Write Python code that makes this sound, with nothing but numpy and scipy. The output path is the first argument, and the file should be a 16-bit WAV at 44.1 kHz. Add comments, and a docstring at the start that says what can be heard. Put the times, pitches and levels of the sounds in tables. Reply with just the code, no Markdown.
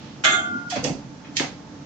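"""A tiled kitchen, a stereo pair of microphones at the oven, the ventilation humming steadily behind.
The heavy steel door is swung shut: a loose steel part clangs and rings, the latch scrapes in,
the rubber seal squeaks and the door thuds home. Then the handle is turned down: it snaps into place
and the door clunks tight. The tiles add a short bright tail to latch and seal."""
import sys
import numpy as np
from scipy import signal
from scipy.fft import rfft, irfft
from scipy.io import wavfile

SR = 44100
rng = np.random.default_rng(int(sys.argv[2]) if len(sys.argv) > 2 else 0)


def dump(signal):
    """Clip the signal to [-1, 1] and save it as 16-bit WAV at the path in sys.argv[1]."""
    limited = np.clip(np.atleast_2d(signal).T, -1, 1)
    pcm = np.round(limited * 32767).astype(np.int16)
    wavfile.write(sys.argv[1], SR, pcm)


N = 81585
T = np.arange(N) / SR
FREQS = np.maximum(np.fft.rfftfreq(N, 1 / SR), 1)
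ALIKE_BELOW_HZ = 780  # below this both microphones hear nearly the same


def undb(db):
    """Decibels to amplitude."""
    return 10 ** (np.asarray(db) / 20)


def unit(x):
    """Scale to rms 1."""
    return x / np.sqrt(np.mean(x ** 2))


def curve(points):
    """Gain at every frequency from (f/Hz, level/dB) points."""
    hz, db = np.array(points).T
    return undb(np.interp(np.log(FREQS), np.log(hz), db))


def below(hz):
    """Gain of a fourth-order low-pass."""
    return 1 / np.sqrt(1 + (FREQS / hz) ** 8)


def between(low_hz, high_hz):
    """Gain of a band-pass with a steep lower edge."""
    return below(high_hz) * (1 - below(low_hz) ** 2)


def crowded_modes(spacing_hz, peak_db):
    """Gain of a metal body with many close resonances: random peaks and valleys."""
    grid = np.arange(0, SR / 2, spacing_hz)
    heights = np.clip(rng.standard_normal(len(grid)), -2, 1.5)
    return undb(peak_db * np.interp(FREQS, grid, heights))


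def fade(start, t60):
    """Envelope: full until start, then down 60 dB every t60 seconds."""
    return np.exp(-np.log(1000) * np.maximum(T - start, 0) / t60)


def strike(start, rise, t60):
    """Envelope: a quick rise, then an even fade."""
    return (1 - np.exp(-np.maximum(T - start, 0) / rise)) * fade(start, t60)


def swell(middle_s, spread_s):
    """Envelope: a smooth bell curve."""
    return np.exp(-.5 * ((T - middle_s) / spread_s) ** 2)


def noise(gain):
    """Stereo noise of a given colour at rms 1; the bass is alike at both microphones."""
    mid, side = rfft(rng.standard_normal((2, N)))
    alike = .95 / (1 + (FREQS / ALIKE_BELOW_HZ) ** 2)
    mid, side = mid * np.sqrt(1 + alike), side * np.sqrt(1 - alike)
    return unit(irfft(np.array([mid + side, mid - side]) * gain, N))


def ring(hz, start):
    """A sine at both microphones; their phases draw together in the bass."""
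    apart = rng.choice([-1, 1]) * rng.uniform(.7, 1.3) * np.pi / 4 * min(hz / ALIKE_BELOW_HZ, 1)
    return np.sin(2 * np.pi * hz * (T - start) + np.array([[apart], [-apart]]))


def kitchen(x, wet_db):
    """Direct sound plus the short bright tail off the tiles."""
    tail = unit(noise(1) * strike(0, rise=.001, t60=.31)) / np.sqrt(N)
    return x + undb(wet_db) * signal.fftconvolve(np.broadcast_to(x, (2, N)), tail, axes=1)[:, :N]


# spectrum of the rushing air (f/Hz, relative level/dB)
AIR_COLOUR = [(15, -68), (25, -31.5), (92, -8.5), (134, -3.5), (263, -6), (293, -1), (354, -15),
              (489, -15.5), (531, -16), (695, -16.5), (962, -19.5), (1400, -21.5), (2160, -27.5),
              (3520, -30.5), (6210, -31), (9320, -48.5), (16000, -73.5)]
# tones of the fan (f/Hz, level/dB)
FAN_TONES = [(141, -52.5), (220, -52), (290, -51.5), (494, -62), (877, -55.5)]

def ventilation():
    """The room tone: rushing air with wavering fan tones."""
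    air_db = -40 + .5 * noise(below(5.3))[0]  # the level flickers slightly
    out = undb(air_db) * noise(curve(AIR_COLOUR))
    for hz, db in FAN_TONES:
        tone = ring(hz, rng.random())
        waver = 1 + .61 * noise(below(13))[0]
        out += undb(db) * unit(tone * waver)
    return out


def rustle():
    """A faint rustle as the arm starts to swing the door."""
    return undb(-50.5) * swell(middle_s=.04, spread_s=.11) * noise(between(1680, 4200))


# soft booms of the moving door (middle t/s, spread/s, level/dB, centre f/Hz)
DOOR_BOOMS = [(0.542, 0.045, -33.5, 260), (0.33, 0.063, -34.5, 303), (1.083, 0.032, -36.5, 143),
              (.795, 0.0047, -36.5, 105), (0.879, 0.024, -30, 140)]

def door_rumble():
    """The big door booms softly while it is moved and pressed."""
    log_width = .3
    out = 0
    for middle, spread, db, hz in DOOR_BOOMS:
        band = 1 / (1 + (np.log(FREQS / hz) / log_width) ** 4)
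        out += undb(db) * swell(middle, spread) * noise(band)
    return out


# squeaks of the rubber seal (t/s, length/s, f/Hz, level/dB)
SEAL_SQUEAKS = [(.721, .029, 712, -21), (.758, .018, 590, -24), (.829, .034, 495, -26)]

def seal():
    """The rubber seal rubs on the frame in brief, rough, falling squeaks."""
    sag, roughness = .04, .03  # fractions of the pitch
    out = 0
    for start, length, hz, db in SEAL_SQUEAKS:
        along = np.clip((T - start) / length, 0, 1)
        pitch = hz * (1 - sag * (along - .5) + roughness * noise(below(170))[0])
        arch = np.sqrt(np.abs(np.sin(np.pi * along)))
        out += undb(db) * arch * np.sin(2 * np.pi * np.cumsum(pitch) / SR)
    return kitchen(out, wet_db=-6)


# contacts in the latch (t/s, relative level/dB, low f/Hz, high f/Hz, decay time/s, rise/s)
LATCH_HITS = [(0.242, -30, 4500, 7900, 0.0034, 0.0012), (0.699, -29, 3060, 8360, 0.0094, 0.0054),
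              (0.704, -28.5, 940, 6050, 0.025, 0.011), (0.754, -27.5, 800, 5750, .012, 0.0059),
              (.841, -26, 3630, 8160, 0.003, 0.00022), (0.845, -26, 1490, 5900, 0.005, 0.0012),
              (1.245, -43.5, 1200, 3500, .015, 0.0024), (1.368, -19, 2130, 8300, 0.0042, 0.00023),
              (1.397, -21.5, 930, 4860, 0.0027, 0.00062)]
# spectrum of the contacts (f/Hz, relative level/dB)
LATCH_COLOUR = [(500, 7.5), (1200, -1), (1800, 3), (2500, 3), (3400, -2.5), (4400, -2.5), (5700, -4),
                (6600, -5), (7400, -8), (9000, -12.5), (12000, -21.5)]
# modes of the latch (f/Hz, relative level/dB, t60/s)
LATCH_MODES = [(2040, -25, .25), (2460, -17, .4), (2640, -18, .3), (2821, -17, .23), (4156, -19, .14),
               (4600, -23, .25), (5510, -16, .26), (5640, -15, .25), (5950, -17, .34), (6430, -22, .22)]

def latch():
    """Each contact is a gritty burst of metal on metal that rings the latch; the room draws it out."""
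    energy_s = .0073  # a burst holds the energy of this long at its level
    bursts, rings = 0, 0
    blows = np.zeros((len(LATCH_MODES), N))  # one track of impulses per mode
    mode_hz = np.array(LATCH_MODES)[:, 0]
    colour = curve(LATCH_COLOUR) * crowded_modes(spacing_hz=45, peak_db=3.5)
    for start, db, low_hz, high_hz, decay, rise in LATCH_HITS:
        grit = rng.standard_normal((2, N)) * np.exp(.5 * rng.standard_normal(N))
        scrape = grit * strike(start, rise, t60=decay * np.log(1000))
        band = between(low_hz, high_hz)
        burst = irfft(rfft(scrape) * colour * band, N)
        bursts += undb(db) * unit(burst) * np.sqrt(energy_s * SR / N)
        blows[:, int(start * SR)] += undb(db) * np.interp(mode_hz, FREQS, band)
    for blow, (hz, db, t60) in zip(blows, LATCH_MODES):
        mode = undb(db) * ring(hz, 0) * strike(0, .001, t60)
        rings += signal.fftconvolve(blow[None], mode, axes=1)[:, :N]
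    return kitchen(bursts, wet_db=2) + undb(-5) * rings


# thuds of the door on its frame (t/s, relative level/dB, cutoff f/Hz, rise/s)
DOOR_THUDS = [(.761, -21, 1000, 0.009), (0.776, -26.5, 176, 0.0033), (.840, -16, 756, 0.018),
              (0.898, -21, 447, 0.0042), (.944, -30.5, 350, 0.0038), (1.400, -20, 900, 0.0045)]
# modes of the door (f/Hz, relative level/dB, t60/s)
DOOR_MODES = [(49, -32.5, 0.9), (119.4, -40, 0.13), (143.1, -7.5, 0.29), (218, -2, 0.085), (265.2, 1, 0.16),
              (288.7, -4.5, .25), (434.7, 0.5, 0.057), (558, -14, 0.42), (700, -10, .17),
              (783, -10.5, 0.29)]
# spectrum of its shaking panels (f/Hz, relative level/dB)
PANEL_COLOUR = [(30, -27), (70, -32), (130, 5), (270, 5), (380, -1), (560, 2.5), (900, 3), (1600, 7),
                (3000, -65)]

def door_thuds():
    """Thuds ring the door and shake its panels; a softer push stays lower."""
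    out = 0
    for start, db, high_hz, rise in DOOR_THUDS:
        modes = 0
        for hz, mode_db, t60 in DOOR_MODES:
            drive = undb(mode_db) / np.hypot(1, (hz / high_hz) ** 2)
            modes += drive * ring(hz, start) * strike(start, rise, t60)
        panels = noise(curve(PANEL_COLOUR) * below(high_hz)) * strike(start, rise, t60=.31)
        out += undb(db) * (undb(.5) * modes + undb(-4.5) * panels)
    return out


# blows on the loose steel part (t/s, relative level/dB, low f/Hz, high f/Hz)
STEEL_BLOWS = [(0.238, -2, 900, 3800), (.2435, 5.5, 450, 4500), (.250, -10, 450, 9000),
               (0.278, -21, 600, 4000), (0.32, -11, 250, 9000)]
# spectrum of its dense wash of weaker modes (f/Hz, relative level/dB)
STEEL_WASH = [(250, -24), (550, -7), (950, -27), (1500, -4.5), (2200, -5), (3500, -8), (4500, -17),
              (6200, -9), (6700, 3.5), (7100, -10.5), (7700, -4), (10000, -43.5)]
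# its clear modes (f/Hz, relative level/dB, t60/s)
STEEL_MODES = [(652.5, -31, .5), (721.5, -34, 1.0), (796, -33, .6), (1173, -28, .85), (1238, -31, .3),
               (1290, -29, .3), (1420, -21, 1.65), (1422, -32, 1.5), (1491.5, -27, 1.0), (1574, -33, .4),
               (1672, -28, .35), (2085, -30, .56), (2114, -23, .33), (2702, -36, .36), (3150, -34, .6),
               (3360, -28, .3), (3419, -27, .35), (3606, -28, .33), (3630, -34, .22), (4139, -37, .25),
               (6681, -30, .3), (7452, -35, .31)]

def steel_clang():
    """A chatter of blows raises a wash of modes and clear, wavering tones that the closing door damps."""
    wash_db, tones_db = -19, -.5
    build_s, hold_s = .0065, .1  # the chatter keeps the tones up before they fade
    waver_depth, waver_hz = .55, 16.4
    body = curve(STEEL_WASH) * crowded_modes(spacing_hz=18, peak_db=6)
    out = 0
    for start, db, low_hz, high_hz in STEEL_BLOWS:
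        wash = noise(body * between(low_hz, high_hz))
        out += undb(wash_db + db) * wash * strike(start, rise=.00023, t60=.35)
    first_blow = STEEL_BLOWS[0][0]
    build = strike(first_blow, build_s, t60=np.inf)
    door_damping = fade(start=.683, t60=1)
    for hz, db, t60 in STEEL_MODES:
        drift = unit(irfft(rfft(rng.standard_normal((2, N))) * below(waver_hz), N))
        envelope = build * fade(first_blow + hold_s, t60) * door_damping
        out += undb(tones_db + db) * ring(hz, first_blow) * (1 + waver_depth * drift) * envelope
    return out


def scene():
    """The door is swung, closed and latched over the kitchen hum."""
    return steel_clang() + latch() + door_thuds() + door_rumble() + seal() + ventilation() + rustle()


# response of the microphones (f/Hz, level/dB)
MIC_RESPONSE = [(1000, -1), (7400, 0), (8600, -11), (10000, -18.5), (13000, -11), (15200, 4)]
# left microphone minus right (f/Hz, level/dB)
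MIC_BALANCE = [(60, -1.6), (200, -2.3), (700, -1.5), (1500, -2.3), (3000, -3), (6000, -6.4), (8500, -1)]

def record(dry):
    """The stereo pair: the right side hears more; the treble dips around 10 kHz and its top is cut off."""
    top_hz = 16400
    lean = np.sqrt(curve(MIC_BALANCE))
    heard = irfft(rfft(dry) * curve(MIC_RESPONSE) * np.array([lean, 1 / lean]), N)
    return signal.sosfilt(signal.ellip(8, .2, 70, top_hz, fs=SR, output="sos"), heard)


dry = scene()
out = record(dry)
dump(out)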